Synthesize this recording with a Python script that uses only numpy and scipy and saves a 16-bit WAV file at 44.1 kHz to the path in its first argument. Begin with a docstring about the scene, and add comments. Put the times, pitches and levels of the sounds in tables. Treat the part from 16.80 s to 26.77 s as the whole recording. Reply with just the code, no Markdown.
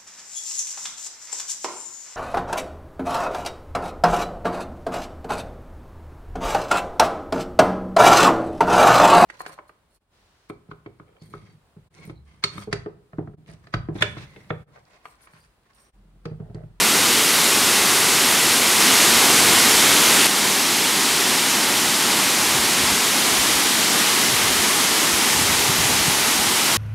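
"""A tall waterfall in a forest, heard on one microphone from a near and a far standpoint.
Countless splashes and bubbles merge into a roar, coloured by its path through the trees and off the ground.
The near standpoint sounds first; the far one joins it, both roar together, and the near one stops short.
At the far spot, light wind on the microphone makes a low, gusty rumble and soft thumps."""
import sys
import numpy as np
from scipy import signal
from scipy.fft import rfft, irfft, next_fast_len
from scipy.io import wavfile
from scipy.ndimage import uniform_filter1d, map_coordinates

SR = 44100
rng = np.random.default_rng(int(sys.argv[2]) if len(sys.argv) > 2 else 0)


def inscribe(sig):
    """Save sig as 16-bit PCM at rate SR to the path in sys.argv[1].

    A 1-D sig is mono; a 2-D sig holds one channel per row.
    Samples are clipped to [-1, 1] before scaling.
    """
    pcm = np.round(np.clip(np.atleast_2d(sig).T, -1, 1) * 32767)
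    wavfile.write(sys.argv[1], SR, pcm.astype(np.int16))


N = 439677

# colour of the fall at the near spot, through trees and off the ground: (frequency [Hz], gain [dB])
NEAR_PATH = [(80, -3), (240, 0.3), (335, 0.5), (400, 0.3), (470, -1.6), (600, -5.5), (800, -2), (1250, -.7),
             (1780, -3), (2000, 0), (2400, -1.7), (3600, -1.3), (5000, -3), (10000, -5), (16000, -8)]
# colour of the fall at the far spot: (frequency [Hz], gain [dB])
FAR_PATH = [(90, -4.5), (225, 0), (390, -1), (530, -7), (710, -5), (820, -1.5), (1050, -2.5), (1680, -4),
            (2030, -1.7), (2600, -4), (3050, -2.5), (3400, -3.5), (5600, -4.5), (16000, -10.5)]
# microphone response, dropping bass and top: (frequency [Hz], gain [dB])
MIC_RESPONSE = [(10, -50), (30, -24.5), (70, -14), (110, -7), (160, -5.5), (210, -0.5), (10000, -0.5),
                (12000, -2), (13200, -5.5), (14400, -8.5), (15700, -15), (16000, -16)]
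# colour of wind buffeting the microphone: (frequency [Hz], gain [dB])
BUFFET_SPECTRUM = [(10, -12), (40, 3), (80, 1.5), (130, -3), (200, -11), (400, -32), (1000, -100)]
# gusts on the microphone: (peak time [s], peak level [dB], spread [s])
GUSTS = [(2.9, -51, .4), (5.78, -40, .07), (6.1, -38, .14), (6.65, -43, .13), (7.66, -38, 0.15),
         (8.33, -42, .05), (8.66, -35, .1), (9.0, -33.5, 0.28), (9.64, -41, .09), (9.96, -44, .04)]
# the strongest eddies on the microphone: (centre time [s], envelope peak [dB], pitch [Hz])
THUMPS = [(5.76, -28, 125), (5.8, -35, 55), (6.04, -27, 100), (6.6, -34, 60), (6.76, -37, 60),
          (7.54, -26, 130), (7.71, -35, 60), (7.8, -34, 80), (8.34, -29, 85), (8.62, -27, 130),
          (8.705, -26, 85), (8.897, -20, 130), (9.055, -23, 130), (9.285, -19, 150), (9.6, -33, 75)]

NEAR_DB, NEAR_DRIFT_DB_PER_S, NEAR_STOPS_S = -16, -0.01, 3.47
FAR_DB, FAR_STARTS_S = -18, 2.0
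FAR_SWELL_DB, FAR_SWELL_PEAK_S, FAR_SWELL_SPREAD_S = 0.5, 7.2, 1.2
CALM_WIND_DB = -58
TOP_HZ = 15750


def amp(db):
    """Gain of a level in dB."""
    return 10 ** (np.asarray(db) / 20)


def unit(x):
    """x at rms 1."""
    return x / np.sqrt(np.mean(x ** 2))


def wobble(knots_per_s):
    """A smooth random curve."""
    knots = rng.standard_normal(int(N * knots_per_s / SR) + 4)
    return map_coordinates(knots, [np.arange(N) * knots_per_s / SR])


def coloured(x, *spectra):
    """x through (frequency [Hz], gain [dB]) spectra read on a log frequency axis."""
    size = next_fast_len(N + 8192)
    log_hz = np.log(np.fft.rfftfreq(size, 1 / SR) + 1)
    curves = map(np.transpose, spectra)
    gain_db = sum(np.interp(log_hz, np.log(hz + 1), db) for hz, db in curves)
    return irfft(rfft(x, size) * amp(gain_db), size)[:N]


def waterfall_roar(path, patchy_db, surge_db):
    """Splashes and bubbles merge to noise; sheets of water make soft patches and surges in it."""
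    splashes = signal.stft(rng.standard_normal(N), nperseg=512)[2]
    patches = uniform_filter1d(rng.standard_normal(splashes.shape), size=20, axis=0)  # across frequency
    patches = uniform_filter1d(patches, size=12, axis=1)  # across time
    sheets = signal.istft(splashes * amp(patchy_db * unit(patches)), nperseg=512)[1][:N]
    surges = amp(surge_db * wobble(knots_per_s=12))
    return unit(coloured(sheets * surges, path, MIC_RESPONSE))


def wind_rumble():
    """Eddies press on the microphone in an uneven rumble; each gust swells and fades over the calm."""
    t = np.arange(N) / SR
    gust_power = sum(amp(db) ** 2 * np.exp(-((t - peak_s) / spread) ** 2) for peak_s, db, spread in GUSTS)
    strength = np.sqrt(amp(CALM_WIND_DB) ** 2 + gust_power)
    eddies = rng.standard_normal(N) * amp(2.9 * wobble(knots_per_s=25))
    return strength * unit(coloured(eddies, BUFFET_SPECTRUM, MIC_RESPONSE))


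def wind_thumps(spread_cycles):
    """Each strong eddy gives the microphone one soft push, a cycle or two long."""
    thumps = np.zeros(N + SR)
    t = np.arange(-SR // 10, SR // 10) / SR
    phases = rng.uniform(0, 2 * np.pi, len(THUMPS))
    for (centre_s, db, hz), phase in zip(THUMPS, phases):
        envelope = amp(db) * np.exp(-(t * hz / spread_cycles) ** 2)
        start = round((centre_s + t[0]) * SR)
        thumps[start:start + len(t)] += envelope * np.sin(2 * np.pi * hz * t + phase)
    return thumps[:N]


def scene():
    """The near and far standpoints overlap with abrupt edges; mono on both channels."""
    t = np.arange(N) / SR
    near_gain = amp(NEAR_DB + NEAR_DRIFT_DB_PER_S * t)
    near = near_gain * waterfall_roar(NEAR_PATH, patchy_db=0.36, surge_db=0.1)
    swell_db = FAR_SWELL_DB * np.exp(-((t - FAR_SWELL_PEAK_S) / FAR_SWELL_SPREAD_S) ** 2)
    far = amp(FAR_DB + swell_db) * waterfall_roar(FAR_PATH, patchy_db=0.37, surge_db=0.14)
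    wind = wind_rumble() + wind_thumps(spread_cycles=0.89)
    mono = near * (t < NEAR_STOPS_S) + (far + wind) * (t > FAR_STARTS_S)
    return np.array([mono, mono])


def record(dry):
    """Nothing is kept above the band limit."""
    size = next_fast_len(N + 8192)
    passband = np.fft.rfftfreq(size, 1 / SR) < TOP_HZ
    return irfft(rfft(dry, size) * passband, size)[:, :N]


dry = scene()
out = record(dry)
inscribe(out)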